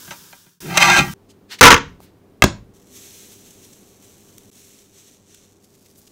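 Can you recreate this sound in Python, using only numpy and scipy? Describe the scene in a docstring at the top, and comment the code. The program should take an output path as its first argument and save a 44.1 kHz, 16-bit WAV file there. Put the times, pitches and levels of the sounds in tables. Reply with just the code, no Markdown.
"""A light wooden board clatters onto a kitchen counter and a cucumber drops on it, both loud enough
to distort. Before that, fish cakes sizzle as bubbles burst in the oil, and their pan rings and rasps
as it is dragged off an iron grate. At the end, grains of salt patter over the cucumber and a gloved
hand starts to rub them in. An appliance hums behind it all."""
import sys
import numpy as np
from scipy import signal
from scipy.fft import rfft, irfft, next_fast_len
from scipy.io import wavfile

SR = 44100
rng = np.random.default_rng(int(sys.argv[2]) if len(sys.argv) > 2 else 0)


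def int16_out(signal):
    """Quantize to a 16-bit WAV file."""
    q = np.round(np.clip(np.atleast_2d(signal).T, -1, 1) * 32767)
    wavfile.write(sys.argv[1], SR, q.astype(np.int16))


N = 269451
T = np.arange(N) / SR
RING_T = T[:SR // 2]  # half a second for a blow to die away
DRAG_START_S, DRAG_END_S = 0.604, 1.138
DIP_START_S, DIP_END_S = 4.503, 4.514  # the level dips briefly


def amp(db):
    """Turn decibels into a number to multiply by."""
    return 10 ** (np.asarray(db) / 20)


def unit(x):
    """Scale a sound to an average power of 1."""
    return x / np.sqrt(np.mean(x ** 2))


def noise(like):
    """Plain hiss as long as the given array."""
    return rng.standard_normal(len(like))


def wander(t, per_s):
    """A value of typical size 1 that drifts at random, turning per_s times a second."""
    return unit(np.interp(t, np.arange(1024) / per_s, rng.standard_normal(1024)))


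def swell(start, end, rise, slope, fall):
    """A level in dB: it rises to 0 at start, slopes until end, then falls; rates in dB per second."""
    held_s = np.clip(T - start, 0, max(end - start, 0))
    return rise * np.minimum(T - start, 0) + slope * held_s - fall * np.maximum(T - end, 0)


def bump(t, middle, length_s):
    """A smooth hill of height 1."""
    return np.exp(-2 * ((t - middle) / length_s) ** 2)


def colour(x, points):
    """Make each pitch in a sound louder or softer, following (f/Hz, level/dB) points."""
    hz, db = np.transpose(points)
    size = next_fast_len(len(x), real=True)
    f = np.maximum(np.fft.rfftfreq(size, 1 / SR), 1)
    bass_cut = np.minimum(f / hz[0], 1) ** 2
    gain = bass_cut * amp(np.interp(np.log(f), np.log(hz), db))
    return unit(irfft(rfft(x, size) * gain, size)[:len(x)])


def ring(tones):
    """An object's own fading tones after a tap; the wider a tone, the sooner it dies."""
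    h = sum((-1) ** k * amp(db) * width * np.exp(-np.pi * width * RING_T)
            * np.sin(2 * np.pi * hz * RING_T) for k, (hz, width, db) in enumerate(tones))
    return h / np.linalg.norm(h)


def struck(tones):
    """The ring of one blow, with power 1 over its first hundredth of a second."""
    h = ring(tones)
    return h / np.std(h[:SR // 100])


def through(x, response):
    """Let every moment of a sound set off a ring or an echo."""
    return signal.fftconvolve(x, response)[:len(x)]


def burst(points, decay_s):
    """A crack: many close tones that die away together."""
    return colour(noise(RING_T), points) * np.exp(-RING_T / decay_s)


def grains(per_s, spread_db):
    """Tiny random clicks, a few much larger than the rest."""
    size = amp(spread_db * np.minimum(rng.exponential(size=N), 5))
    hits = (rng.random(N) < per_s / SR) * rng.choice([-1, 1], N)
    return unit(hits * size / np.sqrt(per_s))


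def add(out, s, sound):
    """Mix a sound in at s seconds."""
    part = out[int(s * SR):][:len(sound)]
    part += sound[:len(part)]


def room(x, echo_db, bass_s, mid_s, treble_s):
    """Add a small kitchen's echo; bass, middle and treble each take their own time to fall 60 dB."""
    edges_hz = [30, 200, 700, 2000, 4500, 7500, 10000, 16000]
    echo = 0
    for lo, hi in zip(edges_hz, edges_hz[1:]):
        fade_s = np.interp(np.sqrt(lo * hi), [100, 400, 5500, 12000], [bass_s, mid_s, mid_s, treble_s])
        band = signal.sosfilt(signal.butter(3, [lo, hi], "band", fs=SR, output="sos"), noise(RING_T))
        echo += band * np.exp(-np.log(1000) * RING_T / fade_s)
    echo *= 1 - np.exp(-RING_T / 0.00774)  # takes a moment to build
    return x + amp(echo_db) * through(x, echo / np.linalg.norm(echo))


def opening_fade():
    """Fade evenly to silence, then jump back to full level as the drag starts."""
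    return np.where(T < DRAG_START_S, 1 - T / DRAG_START_S, 1)


# The sizzle of hot oil, from low to high: f/Hz, level/dB
OIL_COLOUR = [(180, -50), (300, -12.5), (468, -17.5), (731, -28.5), (848, -8.5), (984, -2), (1140, -7.5),
              (1610, 0.5), (1840, -8), (1970, -11.5), (3630, -2.5), (4000, -6.5), (5660, -0.5), (9920, -7),
              (15500, -4)]


def frying(opening_db=-40.5, drag_db=-38.5):
    """Countless bubbles burst in the oil; the sizzle fades out, then returns for the drag."""
    fizz = colour(grains(per_s=8000, spread_db=1.5), OIL_COLOUR)
    return fizz * opening_fade() * amp(np.where(T < DRAG_START_S, opening_db, drag_db))


# The appliance's rush of air: f/Hz, level/dB
AIR_COLOUR = [(25, -6.5), (45, -13.5), (64, -11.5), (96, -2.5), (125, -5.5), (200, -3.5), (260, -2),
              (322, -5), (390, -4), (520, -11), (1200, -22), (2000, -28), (5000, -34.5), (15500, -40)]
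# A low hum and a faint, high electronic whine: f/Hz, level/dB
HUM_AND_WHINE = [(97.5, -10.5), (198, -11), (398, -8.5), (1130, -27), (13000, -30.5), (15000, -30.5)]


def background(early_db=-53, late_db=-57):
    """An appliance's rushing air and wavering hum, plus an electronic whine; quieter after the dip."""
    out = colour(noise(T), AIR_COLOUR)
    for hz, db in HUM_AND_WHINE:
        waver_hz = 1.4 * wander(T, per_s=35)
        out += amp(db) * np.sqrt(2) * np.sin(2 * np.pi * np.cumsum(hz + waver_hz) / SR)
    return out * opening_fade() * amp(np.where(T < DIP_START_S, early_db, late_db))


# The tones the pan rings with: f/Hz, width/Hz, level/dB
PAN_TONES = [(566, 28, -6.5), (665, 62, -6), (773, 34, -3), (833, 52, -4), (940.3, 28.4, 1),
             (1013, 32, -11), (1179, 13, 2), (1312, 40, -1), (1406, 46, -1.5), (1601, 34, 1.5),
             (1900, 11, -2.5), (1995, 23, -0.5), (2098, 16, 0.5), (2280, 26, -8), (2375, 26.57, -7.5),
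             (2434, 24, -0.5), (2474, 35, -6.5), (2700, 90, -10), (2749, 58, -7.5), (3058, 27, -7),
             (3210, 32, -7.5), (3600, 71, -12), (3965, 78, -12), (4360, 70, -15), (5040, 36, -11.5)]
# The boom of the hollow stove under it: f/Hz, width/Hz, level/dB
STOVE_TONES = [(141.5, 22, -0.5), (174, 17, 5.5), (205, 34, -3), (281, 31, -8.5), (359, 29, -3)]
# The bright rasp of metal on iron: f/Hz, level/dB
RASP_COLOUR = [(500, -7.5), (900, -8.5), (2500, 1), (4000, -6), (5300, -10), (6250, -0.5), (7000, -15.5),
               (7550, -7.5), (9000, -18), (15000, -24.5)]
# The pan catches on the grate's prongs: t/s, extra scrape/dB, extra boom/dB
PRONG_CATCHES = [(0.692, 6.5, 5), (0.819, 4.5, 1.5), (.89, 6, 5.5), (.987, 2.5, 9.5), (1.022, 0.5, 11),
                 (1.066, 1, 2)]
# The pan knocks on the grate: t/s, level/dB, relative rasp/dB, relative thump/dB, contact time/s
GRATE_KNOCKS = [(0.076, -34.5, -8, -11, 0.0043), (.107, -27.5, -3.5, -16, 0.012),
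                (0.328, -26, -13.5, -30, .0012), (.462, -48.5, -20.5, -5.5, 0.0065),
                (.773, -4, 4, -27, 0.00085), (0.776, -4, 3, -31, 0.0026)]


def pan(sway_db=4.0, uneven_db=1.73, rasp_growth=1.4):
    """The pan knocks, sticks and slips on the grate: the metal rings and rasps, and the stove booms."""
    t = T[T < DRAG_END_S]
    pressure_db = swell(0.811, 0.99, rise=192, slope=-8, fall=225.5)[:len(t)]
    boom_db = -31 + swell(0.6385, 1.012, rise=603, slope=11, fall=202)[:len(t)]
    scrape_db = -16 + pressure_db
    for s, extra_scrape_db, extra_boom_db in PRONG_CATCHES:
        caught = bump(t, s, length_s=0.026)
        scrape_db += extra_scrape_db * caught
        boom_db += extra_boom_db * caught
    slips = grains(per_s=3000, spread_db=2.0)[:len(t)] * amp(uneven_db * wander(t, per_s=110))
    sliding = t > DRAG_START_S
    # with more pressure, the rasp grows faster than the ring
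    out = sliding * colour(slips, RASP_COLOUR) * amp(-16 + rasp_growth * pressure_db)
    out += through(sliding * slips * amp(boom_db), ring(STOVE_TONES))
    # the scraping contacts set the pan ringing with little bass
    contact = sliding * colour(slips, [(700, 0.019), (15000, 0.0046)]) * amp(scrape_db)
    strength = np.array([amp(db) * np.sqrt(width) for _, width, db in PAN_TONES])
    for tone, share in zip(PAN_TONES, strength / np.linalg.norm(strength)):
        sign = rng.choice([-1, 1])
        # the touching point wanders over the pan's base, so the tones take turns
        sway = amp(sway_db * wander(t, per_s=22))
        out += sign * share * through(contact * sway, ring([tone]))
    metal, stove = ring(PAN_TONES), struck(STOVE_TONES)
    for s, db, rasp_db, thump_db, contact_s in GRATE_KNOCKS:
        clang = through(noise(RING_T) * np.exp(-RING_T / contact_s), metal)
        rasp = amp(rasp_db) * burst(RASP_COLOUR, contact_s * 1.4)
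        add(out, s, amp(db) * (clang + rasp + amp(thump_db) * stove))
    out = room(out, echo_db=-15.5, bass_s=0.9, mid_s=0.13, treble_s=0.16)
    return np.pad(out, (0, N - len(t)))


# Small ticks and soft brushes, with one faint sharp click at 2.004 s: t/s, level/dB, length/s, f/Hz
TICKS_AND_BRUSHES = [(1.307, -52, .019, 4780), (1.519, -39, 0.024, 2960), (1.532, -33, 0.031, 2940),
                     (1.593, -34, 0.0083, 3100), (2.0042, -38, 0.00088, 697), (2.035, -49.5, .035, 149.4),
                     (2.057, -60, .06, 3020), (5.645, -56, 0.01, 7970), (5.862, -55, 0.009, 4500),
                     (5.987, -50, .02, 11000), (6.076, -48.5, .008, 5000)]
# The crackle of a glove on salted cucumber skin: f/Hz, level/dB
GLOVE_COLOUR = [(880, -48), (1500, -14), (2150, -9), (3410, -7), (6370, -1), (9790, -7), (11800, -6),
                (15500, -10)]


def ticks_and_rubbing(rub_start_s=5.63, uneven_db=2):
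    """Small ticks and soft brushes; near the end a glove rubs the salt with a fine, uneven crackle."""
    crackle = grains(per_s=2500, spread_db=2.5)
    rub_db = -61 + swell(rub_start_s, T[-1], rise=450, slope=4.5, fall=0)
    rub_db += uneven_db * wander(T, per_s=51)
    out = colour(crackle, GLOVE_COLOUR) * amp(rub_db)
    middle = RING_T.mean()
    for s, db, length_s, hz in TICKS_AND_BRUSHES:
        hiss = colour(noise(RING_T), [(hz / 5, -15), (hz / 1.6, -1), (hz * 1.4, 0), (hz * 3.8, -19)])
        add(out, s - middle, amp(db) * hiss * bump(RING_T, middle, length_s))
    return room(out, echo_db=-15, bass_s=0.4, mid_s=0.23, treble_s=0.2)


# The tones the board rings with: f/Hz, width/Hz, level/dB
BOARD_TONES = [(82.5, 33, -8), (135, 13, -8.5), (275, 8.3, -4.5), (326, 20, -7.5), (472, 33, 2),
               (906, 22, -1.5), (990, 20, 2), (1128, 25, 0.5), (1186, 19, 2), (1323, 19, 2), (1358, 19, -2),
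               (1413.5, 37, -1.5), (1484.3, 20, 0.5), (1640, 50, -7), (1792, 51, -5.5), (1874, 56, -7),
               (2096, 55, -3.5), (2446, 22, -7), (2660, 74, -7), (3185, 70, -10)]
# The short crack of wood: f/Hz, level/dB
CRACK_COLOUR = [(30, -2.5), (120, -1), (330, -3), (650, -14), (1100, 2), (2500, -0.5), (4500, -9.5),
                (6300, -8.5), (8500, -25), (15000, -29.5)]
# The board comes down on an edge and rattles: t/s, level/dB, relative crack/dB, rattle length/s
EDGE_HITS = [(1.61, 10.5, 1.5, .026), (1.636, 14.5, 2, .054), (1.704, 4.5, 2, .027),
             (1.727, 0.5, -0.5, .027), (1.764, -12, -4.5, .026)]


def board(bounce_s=0.0135, scatter=0.15, bounce_loss_db=2.5, spot_db=2, flat_damping=1.3):
    """The board rocks from edge to edge; every bounce cracks and makes the wood ring."""
    out = np.zeros(N)
    for start, db, crack_db, length_s in EDGE_HITS:
        # the flatter it lies, the sooner the counter stops its ring
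        damping = np.interp(start, [EDGE_HITS[0][0], EDGE_HITS[-1][0]], [1, flat_damping])
        for k in range(max(round(length_s / bounce_s), 1)):
            s = start + bounce_s * (k + min(k, 1) * scatter * rng.standard_normal())
            # each landing spot brings out different tones
            wood = struck([(hz, width * damping, tone_db + spot_db * rng.standard_normal())
                           for hz, width, tone_db in BOARD_TONES])
            crack = amp(crack_db) * burst(CRACK_COLOUR, decay_s=0.0055)
            add(out, s, amp(db - k * bounce_loss_db) * (amp(-7) * wood + crack))
    return room(out, echo_db=-22.5, bass_s=0.6, mid_s=0.29, treble_s=0.086)


# The cucumber hits the board: t/s, slap/dB, knock/dB, thud/dB
CUCUMBER_HITS = [(2.4216, 3, 1, -16.5), (2.4392, 6, -24, -7.5), (2.444, -9.5, -24, -18)]
# The wet slap of its skin: f/Hz, level/dB
SLAP_COLOUR = [(100, 9.5), (600, -0.5), (1300, 3.5), (2000, -8.5), (3200, -5.5), (4600, -7.5), (6300, -6),
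               (9000, -21), (15000, -24.5)]
# The hard knock of its tip on the wood: f/Hz, width/Hz, level/dB
TIP_TONES = [(765.5, 23, -8.5), (1236, 50, -3.5), (1644, 31, -4.5), (2083, 200, 1), (2660, 130, -3.5),
             (3244, 100, -7)]
# The thud of the board under its weight: f/Hz, width/Hz, level/dB
THUD_TONES = [(52, 6, -10.5), (100.74, 39, -3), (208.7, 13, -3), (279.5, 39, -6), (376.8, 49, -7.5)]


def cucumber():
    """One end knocks down, then the whole weight lands and the board thuds."""
    body, tip = np.zeros(N), np.zeros(N)
    knock, thud = struck(TIP_TONES), struck(THUD_TONES)
    for s, slap_db, knock_db, thud_db in CUCUMBER_HITS:
        add(body, s, amp(slap_db) * burst(SLAP_COLOUR, decay_s=0.0027) + amp(thud_db) * thud)
        add(tip, s, amp(knock_db) * knock)
    # the tip knocks very close by, so little of its sound comes back from the walls
    return tip + room(body + amp(-17.5) * tip, echo_db=-16.5, bass_s=0.46, mid_s=0.25, treble_s=0.088)


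# The bright patter of salt: f/Hz, level/dB
PATTER_COLOUR = [(700, -22), (1900, -9), (3400, -4.5), (4200, -4.5), (4800, -9.5), (5850, 0.5), (6600, 0.5),
                 (7150, -4), (7700, 1), (8200, -7.5), (8800, -2.5), (9600, -8.5), (12000, -6.5),
                 (15500, -10.5)]
# Pinches of salt: t/s, length/s, level/dB, relative treble/dB
SALT_PINCHES = [(2.74, 0.088, -61, -3.5), (2.953, 1.0, -46, -3), (4.05, 0.48, -54.5, -3),
                (4.569, 0.25, -53, -3.5), (4.975, 0.1, -52.5, -6.5), (5.31, 0.032, -52.5, -10),
                (5.44, 0.055, -63.5, -4)]
# Small clumps landing: t/s, level/dB, length/s
SALT_CLUMPS = [(3.109, -42, 0.0017), (3.509, -43, 0.005), (3.733, -46.5, .0077), (4.3825, -33, 0.0018),
               (5.347, -42, 0.0044)]


def salt(start_s=2.737, uneven_db=1.26):
    """Salt patters on wood and cucumber skin; a stronger flow drops more grains."""
    # each pinch builds, thins as the fingers empty, and stops
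    pinches = np.array([amp(db + swell(s, s + length_s, rise=190, slope=-13, fall=84))
                        for s, length_s, db, _ in SALT_PINCHES])
    treble_gains = amp([treble_db for *_, treble_db in SALT_PINCHES])
    flow = np.linalg.norm(pinches, axis=0)
    treble_flow = np.linalg.norm(pinches * treble_gains[:, None], axis=0)
    grains_per_s = np.clip(9000 * (flow / amp(-53.0)) ** 2, 900, 25000)
    patter = colour(grains(grains_per_s, spread_db=2.0), PATTER_COLOUR)
    treble = signal.sosfiltfilt(signal.butter(4, 9000, "high", fs=SR, output="sos"), patter)
    out = flow * unit(patter - treble) + treble_flow * unit(treble)
    out *= amp(uneven_db * wander(T, per_s=34))
    clumps = sum(amp(db) * bump(T, s, length_s) for s, db, length_s in SALT_CLUMPS)
    out += colour(noise(T), PATTER_COLOUR) * clumps
    return room(out * (T > start_s), echo_db=-11.5, bass_s=0.44, mid_s=0.62, treble_s=0.63)


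def scene():
    """Mix everything: the stove sounds break off abruptly at 1.138 s, and the rest dips briefly once."""
    stove = (frying() + pan()) * (T < DRAG_END_S)
    counter = board() + cucumber() + salt() + ticks_and_rubbing() + background()
    dip = np.where((T > DIP_START_S) & (T < DIP_END_S), amp(-21.5), 1)
    return (stove + counter * dip)[None]


def record(dry, top_hz=15750):
    """The loudest blows overload and have their peaks flattened; the highest treble is cut."""
    flattened = np.clip(dry, -1, 1)
    return signal.sosfilt(signal.ellip(12, 0.2, 70, top_hz, fs=SR, output="sos"), flattened)


dry = scene()
out = record(dry)
int16_out(out)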